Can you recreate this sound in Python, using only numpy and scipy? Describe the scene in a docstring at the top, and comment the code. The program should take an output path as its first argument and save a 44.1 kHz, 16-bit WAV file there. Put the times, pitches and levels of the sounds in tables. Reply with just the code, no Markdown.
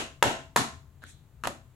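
"""A hard-walled workshop with a low rumble, heard through a phone's microphone near the tiled floor.
The room is still ringing from a light pat; at 0.2 s and 0.6 s a hand slaps an insole flat onto a sheet,
and the phone's limiter ducks the loudest slap. At 1 s a second sole is picked up with a faint scuff;
at 1.4 s it drops on top of the first. Each contact squeezes out a short pulse of air with a crack of
skin or rubber, a clack and a low thud, and the walls answer."""
import sys
import numpy as np
from scipy import signal
from scipy.fft import rfft, irfft, next_fast_len
from scipy.io import wavfile
from scipy.ndimage import uniform_filter1d, minimum_filter1d

SR = 44100
rng = np.random.default_rng(int(sys.argv[2]) if len(sys.argv) > 2 else 0)


def store_wav(level_fs):
    """Save 16-bit WAV to argv[1]."""
    pcm = np.round(np.clip(np.atleast_2d(level_fs), -1, 1) * 32767)
    wavfile.write(sys.argv[1], SR, pcm.T.astype(np.int16))


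N = 77175

# Spectrum of the distant machinery: frequency_hz, relative_db
MACHINERY_SPECTRUM = [(20, -10.5), (45, -5.5), (85, 5.5), (110, -5.5), (133, 2.5), (165, -11), (300, -19),
                      (600, -27.5), (1200, -29.5), (2500, -37.5), (4200, -40.5), (5300, -46.5), (7300, -39),
                      (9000, -46), (11000, -43.5), (15000, -44)]
# The workshop's diffuse decay: frequency_hz, level_db, t60_s, build_s, side_db, pan_db (left minus right)
ROOM_DECAY = [(60, -2, 0.25, .04, -22.5, 6.5), (113, 13.5, 0.24, 0.016, -4.5, 13.5),
              (156.1, -0.5, 0.24, 0.014, -10, 4), (238, 7, 0.26, .03, -13.5, 4),
              (320, 2.5, 0.35, 0.007, -11.5, 3.5), (463, 1.5, 0.26, 0.0031, -11.5, 2.5),
              (910, -4, 0.32, 0.0017, 0, -0.5), (1900, -3, 0.32, .005, 0.5, 2),
              (3800, 0.63, 0.32, .005, 1, 0), (7500, 1.5, 0.33, 0.0026, -2.5, 0.5),
              (15000, -3, 0.18, 0.0017, 8, 8)]
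# First reflections to reach the microphone: delay_s, level_db, pan_db
REFLECTIONS = [(.0105, -11.5, 0), (.0128, -21, 2)]
# Standing waves between the walls: pitch_hz, relative_db, t60_s
STANDING_WAVES = [(91, 0.5, .5), (136.4, 0, .9), (215, -2, .3), (269, -14.5, 0.9), (657.6, 1, 0.44),
                  (721, -8, 0.29), (1047, -10, 0.5)]
# Rubber sliding: start_s, rise_s, fall_s, level_db, centre_hz, width_hz
RUBBER_SLIDES = [(1.005, 0.038, 0.12, -61, 3696, 896), (1.046, 0.039, 0.027, -59, 1960, 1150),
                 (1.053, 0.042, 0.03, -55.5, 7500, 3780), (1.436, 0.0065, 0.026, -46, 2540, 1290)]
# Spectrum of a crack of skin or rubber: frequency_hz, relative_db
CRACK_SPECTRUM = [(150, -11), (500, 3.5), (1200, 7), (2000, 3.5), (2800, -2.5), (4000, -2.5), (5000, -10),
                  (7000, -4), (8800, -12), (11000, -7), (13000, -19.5), (16000, -32.5)]
# Hand on the insole, fingers and palm landing apart; clack, crack and thud are relative to the air pulse:
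# start_s, level_db, air_hz, ring_ms, clack_db, crack_db, tilt_db_per_octave, thud_db, pan_db, room_db
HAND_SLAPS = [(-0.060, -19, 470, 0.31, 4, 11.5, -0.5, -8.5, -4, 6.5),
              (0.2258, 0, 730, 0.33, -9.5, -7, -2.3, -25, 2, -12.5),
              (0.2279, 6.5, 800, 0.56, -10.5, -0.5, -1.36, -18, 3.5, -1.5),
              (0.2294, -8, 619, 0.89, -9.5, 2, 3.2, -16, -7, -12),
              (0.5606, -18, 720, 0.67, -20, 6.5, -2.8, -12.5, 1, -0.5),
              (0.5639, -2.5, 980, 0.5, -16, -2, 1, -12, 1.5, 2)]
# Second sole, lifted, then landing edge first and flopping flat:
# start_s, level_db, air_hz, ring_ms, clack_db, crack_db, tilt_db_per_octave, thud_db, pan_db, room_db
SOLE_CONTACTS = [(1.0210, -49, 1550, 0.91, -13, -3.5, -1.5, -23, -4, 11.5),
                 (1.0384, -33, 1500, 0.73, -30, -15, 10, -13.5, 0, -9),
                 (1.4375, -19.5, 1160, 0.53, -12.5, -6.5, 0, -11.5, 2.5, 4),
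                 (1.4547, -28, 970, 0.51, -1, 1.5, -3.5, -22, -3, -9),
                 (1.4726, -16.5, 623, 0.61, -31, -4, 2, -13.5, 1, -5.5),
                 (1.4759, -26.5, 930, 0.18, -26, 10.5, -5, 2, -11, -8.5)]

LEAD_S = .25  # the scene runs this long before the sound opens
LEAD = int(LEAD_S * SR)
TIME = np.arange(-LEAD, N) / SR
TOP_HZ = 16000
SIDE_SIGN = np.array([[1], [-1]])  # a side signal adds on the left and subtracts on the right


def undb(db):
    """Decibels to gain."""
    return 10 ** (np.asarray(db) / 20)


def pan(db):
    """Left and right gains for a level difference."""
    return undb(SIDE_SIGN * db / 2)


def unit(x):
    """Scale to an average energy of one per channel."""
    return x / np.sqrt(np.mean(np.sum(x ** 2, axis=-1)))


def on_log(hz, points, values):
    """Read a table on a logarithmic frequency axis."""
    return np.interp(np.log(hz + 1), np.log(points), values)


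def colour(x, points):
    """Minimum-phase filter through (frequency_hz, gain_db) points."""
    n = 2 * next_fast_len(x.shape[-1])
    gain = undb(on_log(np.fft.rfftfreq(n, 1 / SR), *np.array(points).T))
    cepstrum = irfft(np.log(gain))
    cepstrum[1:n // 2] *= 2
    cepstrum[n // 2 + 1:] = 0
    return irfft(rfft(x, n) * np.exp(rfft(cepstrum)))[..., :x.shape[-1]]


def machinery(level_db=-53, bass_pan_db=8.5, widen_hz=1190):
    """Distant machinery: bass to the left of the microphone, faint hiss all around."""
    hz = np.fft.rfftfreq(len(TIME), 1 / SR)
    mid, side = rfft(colour(rng.standard_normal((2, len(TIME))), MACHINERY_SPECTRUM))
    width = hz / (hz + widen_hz)
    lean = pan(bass_pan_db * (1 - width) ** 2)
    rumble = irfft((mid + SIDE_SIGN * width * side) * lean, len(TIME))
    return undb(level_db) * rumble / rumble.std()


def workshop(send, bands=19, standing_db=-59.5):
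    """Hard walls answer: a diffuse decay with the bass building late, reflections and standing waves."""
    t = np.arange(SR) / SR
    hz = np.fft.rfftfreq(SR, 1 / SR)
    points, *columns = np.array(ROOM_DECAY).T
    centres = np.geomspace(points[0] / 2, TOP_HZ, bands)  # half an octave apart
    noise = rfft(rng.standard_normal((2, SR)))
    response = np.zeros((2, SR))
    for centre, weights in zip(centres, np.eye(bands)):
        level_db, t60_s, build_s, side_db, pan_db = (on_log(centre, points, c) for c in columns)
        band = on_log(hz, centres, weights)
        envelope = np.exp(-np.log(1000) * t / t60_s) * (1 - np.exp(-(t / build_s) ** 2))
        mid, side = (unit(v * envelope) for v in irfft(noise * band))
        stereo = unit(mid + undb(side_db) * side * SIDE_SIGN)
        response += undb(level_db) * np.sqrt(np.mean(band ** 2)) * pan(pan_db) * stereo
    for delay_s, level_db, pan_db in REFLECTIONS:
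        response[:, int(delay_s * SR)] += undb(level_db) * pan(pan_db)[:, 0]
    for pitch_hz, relative_db, t60_s in STANDING_WAVES:
        wave = np.sin(2 * np.pi * (pitch_hz * t + rng.random())) * np.exp(-np.log(1000) * t / t60_s)
        pan_db = on_log(pitch_hz, points, columns[-1])
        response += undb(standing_db + relative_db) * wave * pan(pan_db)
    return signal.fftconvolve(send[None], response, axes=-1)[:, :len(send)]


def scuffs(roughness=0.66):
    """Grainy hiss that swells and fades as the rubber sole slides."""
    out = np.zeros((2, len(TIME)))
    for start_s, rise_s, fall_s, level_db, centre_hz, width_hz in RUBBER_SLIDES:
        grains = rng.standard_normal(out.shape) * np.exp(roughness * rng.standard_normal(len(TIME)))
        low_hz = np.hypot(centre_hz, width_hz / 2) - width_hz / 2
        edges_hz = [low_hz, min(low_hz + width_hz, TOP_HZ)]
        hiss = signal.sosfilt(signal.butter(2, edges_hz, "band", fs=SR, output="sos"), grains)
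        swell = np.clip((TIME - start_s) / rise_s, 0, 1)
        fade = np.exp(-(np.maximum(TIME - start_s - rise_s, 0) / fall_s) ** 2)
        out += undb(level_db) * swell * fade * hiss / hiss.std()
    return out


def crack_bursts(t, tilt_db_per_octave, decay_ms=0.71):
    """Skin or rubber cracks: three unrelated noise bursts of a millisecond or so."""
    age = 1000 * t / decay_ms
    bursts = rng.standard_normal((3, len(t))) * np.sqrt(age) * np.exp(-age)
    gate = np.exp(-(age / 5) ** 4)
    for _ in range(6):  # even out the spectrum while keeping the bursts short
        bursts = irfft(np.exp(1j * np.angle(rfft(bursts))), len(t)) * gate
    return colour(bursts, [(hz, db + tilt_db_per_octave * np.log2(hz)) for hz, db in CRACK_SPECTRUM])


def pressure_pulse(t, hz, ring_ms):
    """A swing or two of pressure that moves no net air, peak one."""
    wave = -np.gradient(t * np.exp(-1000 * t / ring_ms) * np.sin(2 * np.pi * hz * t))
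    return wave / np.abs(wave).max()


def radiated(body, crack, t):
    """What leaves for the walls: body and crack add in power, without cancelling each other."""
    body_bins, crack_bins = rfft(body), rfft(crack)
    magnitude = np.hypot(np.abs(body_bins), np.abs(crack_bins))
    phase = np.angle(body_bins + crack_bins)
    return irfft(magnitude * np.exp(1j * phase), len(t)) * (1 - t / t[-1]) ** 2


def add(track, sound, start_s):
    """Mix a sound into a track at a given time."""
    i = int((start_s + LEAD_S) * SR)
    track[..., i:i + sound.shape[-1]] += sound[..., :track.shape[-1] - i]


def slaps(contacts, crack_width=0.21, crack_pan_db=-1):
    """Squeezed-out air, clack, thud and crack of each contact: at the microphone and into the room."""
    direct, send = np.zeros((2, len(TIME))), np.zeros(len(TIME))
    t = np.arange(SR // 20) / SR
    clack = unit(pressure_pulse(t, hz=2682, ring_ms=0.49))  # the stiff sole itself
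    thud = unit(pressure_pulse(t, hz=222, ring_ms=0.68))  # the floor sheet under it
    for start_s, level_db, air_hz, ring_ms, clack_db, crack_db, tilt, thud_db, pan_db, room_db in contacts:
        air = pressure_pulse(t, air_hz, ring_ms)
        strength = undb(level_db) * np.linalg.norm(air)
        body = unit(air) + undb(clack_db) * clack + undb(thud_db) * thud
        mid, side, outward = (undb(crack_db) * unit(burst) for burst in crack_bursts(t, tilt))
        crack = np.sqrt(1 - crack_width) * mid + np.sqrt(crack_width) * side * SIDE_SIGN
        add(direct, strength * pan(pan_db) * (body + crack * pan(crack_pan_db)), start_s)
        add(send, strength * undb(room_db) * radiated(body, outward, t), start_s)
    return direct, send


def scene(scuff_room_db=-8.5):
    """At the microphone: hand and soles on the floor, the walls around, machinery far off."""
    direct, send = slaps(HAND_SLAPS + SOLE_CONTACTS)
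    sliding = scuffs()
    room = workshop(send + undb(scuff_room_db) * sliding[0])
    return (direct + sliding + room + machinery())[:, LEAD:]


def record(dry, limit_db=-1.5, release_s=0.075, lookahead_s=.001, ceiling=.93):
    """The phone: a look-ahead limiter that recovers slowly, a soft ceiling, then a treble cut-off."""
    t = np.arange(N) / SR
    overshoot = np.log(np.maximum(np.abs(dry).max(axis=0) / undb(limit_db), 1))
    recovery = np.exp(-t / release_s)
    reduction = np.maximum.accumulate(overshoot / recovery) * recovery
    window = int(lookahead_s * SR) + 1
    limited = dry * np.exp(uniform_filter1d(minimum_filter1d(-reduction, window), window))
    rounded = limited / (1 + (limited / ceiling) ** 6) ** (1 / 6)
    return signal.sosfilt(signal.ellip(8, .2, 70, TOP_HZ, fs=SR, output="sos"), rounded)


dry = scene()
out = record(dry)
store_wav(out)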